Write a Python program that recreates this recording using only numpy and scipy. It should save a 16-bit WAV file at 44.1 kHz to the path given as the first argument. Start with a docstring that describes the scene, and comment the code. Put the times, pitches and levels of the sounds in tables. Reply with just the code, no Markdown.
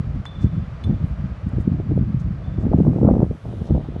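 """On an open building site by the sea, gusty wind buffets a bare microphone.
Turbulent pressure at its port makes a rumble that swells and brightens with the flow,
and each passing vortex adds a thump. Behind lie a steady wash of surf and site noise,
a thin hiss, a late rustle and a few faint scuffs of grit. Far hammer blows excite
the modes of a piece of steel, and the buildings reflect its ring."""
import sys
import numpy as np
from scipy import signal
from scipy.io import wavfile
from scipy.ndimage import uniform_filter1d, minimum_filter1d

SR = 44100
rng = np.random.default_rng(int(sys.argv[2]) if len(sys.argv) > 2 else 0)


def pcm_store(signal):
    """Save signal as 16-bit PCM."""
    levels = np.round(np.clip(np.atleast_2d(signal), -1, 1) * 32767)
    wavfile.write(sys.argv[1], SR, levels.astype(np.int16).T)


N = 176400
TIME = np.arange(N) / SR


def from_db(db):
    """Amplitude ratio: tenfold for every 20 dB."""
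    return 10 ** (np.asarray(db) / 20)


def rms_one(x):
    """Normalisation to unit mean power."""
    return x / np.sqrt(np.mean(x ** 2) + 1e-20)


def in_time(rows):
    """Linear interpolation between rows of time in seconds and value."""
    return np.interp(TIME, *np.transpose(rows))


def filtered(x, hz, kind, order=2):
    """Butterworth filtering: a maximally flat passband."""
    sos = signal.butter(order, np.clip(hz, 10, .45 * SR), kind, fs=SR, output="sos")
    return signal.sosfilt(sos, x)


def drift(corner_hz):
    """Low-passed Gaussian noise: a smooth random fluctuation of unit spread."""
    pole = np.exp(-80 * np.pi * corner_hz / SR)  # one step per 40 samples
    slow = signal.lfilter([1], [1, -2 * pole, pole * pole], rng.standard_normal(N // 40 + 2002))[2000:]
    return np.interp(np.arange(N) / 40, np.arange(len(slow)), rms_one(slow))


def noise_bands(spectrum, count):
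    """Incoherent bands add in power: returns centres in Hz and bands that sum to rms 1."""
    hz, db = np.transpose(spectrum)
    edges = np.geomspace(hz[0], hz[-1], count + 1)
    centres = np.sqrt(edges[1:] * edges[:-1])
    gains = from_db(np.interp(np.log(centres), np.log(hz), db)) * np.sqrt(np.diff(edges))
    bands = []
    for k, gain in enumerate(gains):
        band = filtered(rng.standard_normal(N + SR // 4), edges[k:k + 2], "band", order=3)[-N:]
        bands.append(gain * rms_one(band))
    return centres, np.array(bands) / np.linalg.norm(gains)


# Spectrum of surf and site. Each row: frequency in Hz, relative density in dB.
SURF_SPECTRUM = [(100, 12), (300, -7), (450, -3.5), (650, -1), (850, -10), (1150, -5), (1600, -11),
                 (2300, -15.5), (3200, -22), (4800, -27.5), (6500, -34.5), (7800, -41.5), (9500, -42.5),
                 (11500, -54.5)]
# Their loudness. 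Each row: time in seconds, level in dB.
SURF_LEVEL = [(0, -44), (.9, -43.5), (1.45, -43.5), (2.0, -46), (2.5, -44.5), (3.1, -47.5), (3.5, -48),
              (4, -47)]

def surf_and_site():
    """Many distant sources sum incoherently to a broad, nearly steady wash."""
    _, bands = noise_bands(SURF_SPECTRUM, count=22)
    return bands.sum(0) * from_db(in_time(SURF_LEVEL) + .5 * drift(corner_hz=24))


# Spectrum of the hiss. Each row: frequency in Hz, relative density in dB.
HISS_SPECTRUM = [(2000, -16), (3300, -11.5), (5000, 6.5), (7500, -0.5), (9500, -1.5), (11500, 0.5)]
# Its loudness. Each row: time in seconds, level in dB.
HISS_LEVEL = [(0, -82.5), (2.7, -84), (2.77, -70.5), (3.3, -71), (3.66, -67.5), (3.73, -73.5), (4, -78)]

def hiss():
    """Amplitude-modulated treble noise: a thin hiss that rises late."""
    _, bands = noise_bands(HISS_SPECTRUM, count=6)
    return bands.sum(0) * from_db(in_time(HISS_LEVEL))


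# Loudness of the rustle. Each row: time in seconds, level in dB.
RUSTLE_LEVEL = [(0, -82.5), (3.25, -76), (3.55, -62), (4, -65.5)]

def rustle(band_hz=(2770, 3870)):
    """Band-limited noise swells into a rustle late in the gust."""
    return rms_one(filtered(rng.standard_normal(N), band_hz, "band")) * from_db(in_time(RUSTLE_LEVEL))


# Rubs of grit. Each row: peak time in seconds, level in dB, Gaussian width in seconds, centre in Hz.
GRIT_SCUFFS = [(0.429, -58, 0.016, 5100), (1.077, -71, 0.017, 9400), (1.492, -59.5, .0014, 7040),
               (1.613, -64, 0.011, 7000), (2.207, -60, 0.01, 5100), (2.621, -65.5, 0.014, 5500),
               (3.67, -61, 0.013, 4300)]

def scuffs(grain_db=3, grain_hz=270):
    """Friction on grit gives brief, uneven swells of noise an octave wide."""
    out = np.zeros(N)
    for peak_s, db, width_s, hz in GRIT_SCUFFS:
        grains = rng.standard_normal(N) * from_db(grain_db * drift(grain_hz))
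        grit = rms_one(filtered(grains, hz * 2 ** np.array([-.5, .5]), "band"))
        out += grit * from_db(db) * np.exp(-.5 * ((TIME - peak_s) / width_s) ** 2)
    return out


def burst(start_s, hz, octaves, t60_s):
    """An impact transient: a band of noise with sudden onset and exponential decay."""
    decay = (TIME >= start_s) * np.exp(-np.log(1000) * np.abs(TIME - start_s) / t60_s)
    edges = hz * 2 ** (octaves * np.array([-.5, .5]))
    return filtered(rng.standard_normal(N) * decay, edges, "band") * np.sqrt(SR / 2 / np.ptp(edges))


# Modes of the steel. Each row: frequency in Hz, relative level in dB, 60 dB decay time in seconds.
STEEL_MODES = [(3360, -2.5, 0.027), (3507, 3, .065), (3570, -7.5, 0.072), (4060, -13.5, 0.089),
               (4970, -21, 0.042), (6400, -17, .04), (8600, -19, .09), (9500, -22.5, 0.048)]

def steel(force):
    """Modal superposition: the force drives damped resonators of alternating sign."""
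    out = np.zeros(N)
    for k, (hz, db, t60_s) in enumerate(STEEL_MODES):
        radius, angle = from_db(-60 / (t60_s * SR)), 2 * np.pi * hz / SR
        feedback = [1, -2 * radius * np.cos(angle), radius ** 2]
        mode = signal.lfilter([0, np.sin(angle)], feedback, force + 1e-18)
        out += (-1) ** k * mode * from_db(db + rng.normal(0, 1))
    return out


# Echoes from the buildings. Each row: delay in seconds, gain in dB.
BUILDING_ECHOES = [(.07, -13), (.092, -14), (.16, -12), (.222, -20)]

def reflections(sound, air_cut_hz=5000, t60_s=1.3, tail_db=-.5):
    """Reflection gives distinct echoes and scattering a diffuse tail; air absorption dulls both."""
    dull = filtered(sound, air_cut_hz, "low")
    scatter = rng.standard_normal(N) * np.exp(-np.log(1000) * TIME / t60_s)
    tail = signal.fftconvolve(dull, scatter / np.linalg.norm(scatter))[:N]
    echoes = sum(from_db(db) * np.pad(dull, (int(delay * SR), 0))[:N] for delay, db in BUILDING_ECHOES)
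    return from_db(tail_db) * tail + echoes


# Blows and bounces. Each row: start in seconds, ring gain in dB, knock gain in dB, knock centre in Hz,
# tick gain in dB, gain into the reflections in dB, hardness as a cut-off in Hz.
HAMMER_BLOWS = [(0.2538, -48.5, -28.5, 1161, -39, -1.5, 11840), (.262, -37, -44, 1500, -56, -3.5, 5180),
                (0.839, -38, -39, 2400, -63, -12, 9000), (2.44, -55, -65, 2900, -78, 4.5, 3980)]

def hammer():
    """Impact excitation: each blow knocks, ticks and rings the steel; harder contact rings brighter."""
    direct, sent = np.zeros(N), np.zeros(N)
    for start_s, ring_db, knock_db, knock_hz, tick_db, echo_db, hardness_hz in HAMMER_BLOWS:
        knock = from_db(knock_db) * burst(start_s, knock_hz, octaves=1.36, t60_s=.018)
        tick = from_db(tick_db) * burst(start_s, hz=6300, octaves=.32, t60_s=.0088)
        force = filtered(signal.unit_impulse(N, int(start_s * SR)), hardness_hz, "low")
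        ring = from_db(ring_db) * steel(force)
        direct += knock + tick + ring
        sent += from_db(echo_db) * ring
    return direct + reflections(sent)


def vortex(core_s):
    """A vortex has a low-pressure core: it passes as a sharp dip between two shoulders."""
    offset = np.arange(-SR // 25, SR // 25 + 1) / SR / core_s
    return (3 * offset ** 2 - 1) / (1 + offset ** 2) ** 3


def port(pressure, hollow_hz=(620, 780), hollow_db=-6.5, cut_hz=1450):
    """The microphone port is a resonator and low-pass: it colours and rounds off the pulses."""
    hollow = filtered(pressure, hollow_hz, "band", order=1)
    return filtered(pressure + from_db(hollow_db) * hollow, cut_hz, "low", order=3)


# Strength of the small eddies. Each row: time in seconds, gain in dB.
SWARM_GAIN = [(0, -39.5), (.75, -45), (.89, -26.5), (1.15, -63), (1.42, -38), (1.58, -33.5), (2.2, -44.5),
              (2.47, -33.5), (2.62, -28.5), (2.75, -18.5), (2.95, -20.5), (3.1, -14), (3.28, -20),
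              (3.4, -44), (3.46, -30.5), (3.66, -29.5), (3.76, -18.5), (3.83, -29.5), (4, -32)]

def eddy_swarm(per_second=170, core_range_s=(.00074, .0026), sizes=5):
    """Small eddies of several sizes arrive as a Poisson process and make the gusts flap."""
    out = np.zeros(N)
    for core_s in np.geomspace(*core_range_s, sizes):
        arrivals = rng.random(N) < per_second / sizes / SR
        pulses = signal.fftconvolve(arrivals.astype(float), vortex(core_s), "same")
        out += pulses * np.sqrt(core_s / np.mean(core_range_s))
    return out * from_db(in_time(SWARM_GAIN))


# The strongest eddies. Each row: arrival in seconds, relative level in dB, core half-width in seconds.
STRONG_EDDIES = [(.005, -9.5, 0.0036), (0.4444, -2, 0.0026), (0.454, -11, .006), (.469, -7.5, 0.0033),
                 (.897, -9.5, .0028), (.944, -14, 0.0036), (1.042, -8, 0.0041), (1.535, -11, 0.0028),
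                 (1.584, -10.5, 0.0021), (1.603, -11.5, 0.003), (1.6782, -3.5, 0.0026),
                 (1.801, -13.5, 0.0018), (1.91, -18, 0.0013), (1.919, -10, 0.0019), (1.977, -8.5, .0017),
                 (2.012, -7, 0.0035), (2.066, -14.5, 0.0028), (2.1465, -8, 0.0031), (2.586, -9, 0.0023),
                 (2.6672, -6.5, 0.0022), (2.6972, -10, 0.0037), (2.717, -6.5, 0.0018),
                 (2.735, -10, 0.00092), (2.746, 1, .0025), (2.787, -5.5, 0.0019), (2.804, -4.5, 0.0015),
                 (2.869, -13.5, 0.001), (2.882, -6, 0.002), (2.9614, -8.5, 0.0017), (2.986, -10, .0013),
                 (3.017, -10.5, 0.0016), (3.0323, -5, 0.0015), (3.0488, -3, 0.0015), (3.057, -25, 0.0011),
                 (3.0885, -3, 0.00092), (3.102, -11, 0.00093), (3.1132, -3, 0.0015), (3.138, -18, 0.00086),
                 (3.1686, -4.5, .0017), (3.195, -3.5, 0.0027), (3.219, -12.5, .001), (3.231, -3.5, .0018),
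                 (3.312, -11.5, 0.0017), (3.4555, -23, 0.0011), (3.537, -18.5, 0.0016), (3.619, -14, 0.002),
                 (3.708, -12, 0.0015), (3.749, -10.5, 0.0014), (3.755, -7.5, 0.0033),
                 (3.779, -11.5, 0.0013), (3.888, -14, 0.0023), (3.964, -20, 0.0013)]

def eddy_thumps(gain_db=-.52, wake_db=-14, wake_s=.0053):
    """Each vortex thumps once inside a short turbulent wake; a smaller core sounds brighter."""
    out = np.zeros(N)
    for arrival_s, db, core_s in STRONG_EDDIES:
        dip = vortex(core_s)
        t = (np.arange(len(dip)) - len(dip) // 2) / SR
        turbulence = rms_one(signal.fftconvolve(rng.standard_normal(len(dip)), dip, "same"))
        wake = from_db(wake_db) * turbulence * np.exp(-.5 * (t / wake_s) ** 2)
        out += from_db(db + gain_db) * np.interp(TIME - arrival_s, t, dip + wake, 0, 0)
    return out


# Wind at the port. Each row: time in seconds, strength in dB.
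WIND_FLOW = [(0, -25.5), (.04, -36), (.17, -22), (.23, -42), (.31, -46), (.36, -26.5), (.42, -23.5),
             (.46, -18), (.5, -34.5), (.59, -23), (.69, -38.5), (.82, -37), (.9, -17.5), (.98, -33),
             (1.05, -24), (1.16, -33.5), (1.24, -25.5), (1.4, -40.5), (1.47, -24), (1.5, -37.5),
             (1.59, -20), (1.63, -30), (1.7, -17.5), (1.84, -25.5), (1.98, -17.5), (2.1, -26), (2.33, -28),
             (2.42, -35.5), (2.58, -18.5), (2.75, -19.5), (2.84, -18), (2.95, -20), (3.08, -12.5),
             (3.22, -25.5), (3.27, -26.5), (3.35, -28.5), (3.41, -65), (3.46, -24.5), (3.61, -28.5),
             (3.68, -38), (3.71, -17.5), (3.77, -22), (3.82, -34), (3.96, -31.5), (4, -27.5)]
# Rumble at the reference flow. Each row: frequency in Hz, relative density in dB.
RUMBLE_SPECTRUM = [(30, -27), (40, -11), (55, 0), (90, -2), (160, -0.5), (230, -10.5), (330, -23),
                   (500, -41), (800, -50.5), (1400, -69.5)]

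def wind_rumble(gain_db=-22.5, reference_flow_db=-22.5, pivot_hz=166, swing_per_octave=.8):
    """Turbulent pressure flutters at the port; faster flow is louder and reaches higher frequencies."""
    centres, bands = noise_bands(RUMBLE_SPECTRUM, count=14)
    bands = bands / np.sqrt(uniform_filter1d(bands.sum(0) ** 2, size=1400))  # even out chance swells
    flow_db = in_time(WIND_FLOW) - reference_flow_db
    swings = np.maximum(1 + swing_per_octave * np.log2(centres / pivot_hz), .55)  # bass swings least
    flutter_db = 6.5 * np.tanh(drift(corner_hz=28.5))
    gusts = sum(band * from_db(swing * flow_db) for band, swing in zip(bands, swings))
    return from_db(gain_db + flutter_db) * gusts


def scene():
    """Superposition in one channel: wind on the port in front of the far site."""
    wind = wind_rumble() + port(eddy_thumps() + eddy_swarm())
    return (wind + surf_and_site() + hiss() + rustle() + scuffs() + hammer())[None]


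def record(dry, bass_cut_hz=32.7, ceiling=.98, top_cut_hz=11900):
    """Band and peak limiting: the microphone sheds deep bass and top, and holds the hardest thumps."""
    sound = filtered(dry, bass_cut_hz, "high", order=4)
    allowed_gain = minimum_filter1d(ceiling / np.maximum(np.abs(sound), ceiling), size=900)
    smooth_gain = uniform_filter1d(uniform_filter1d(allowed_gain, size=440), size=440)
    return signal.sosfilt(signal.ellip(10, .1, 80, top_cut_hz, fs=SR, output="sos"), sound * smooth_gain)


dry = scene()
out = record(dry)
pcm_store(out)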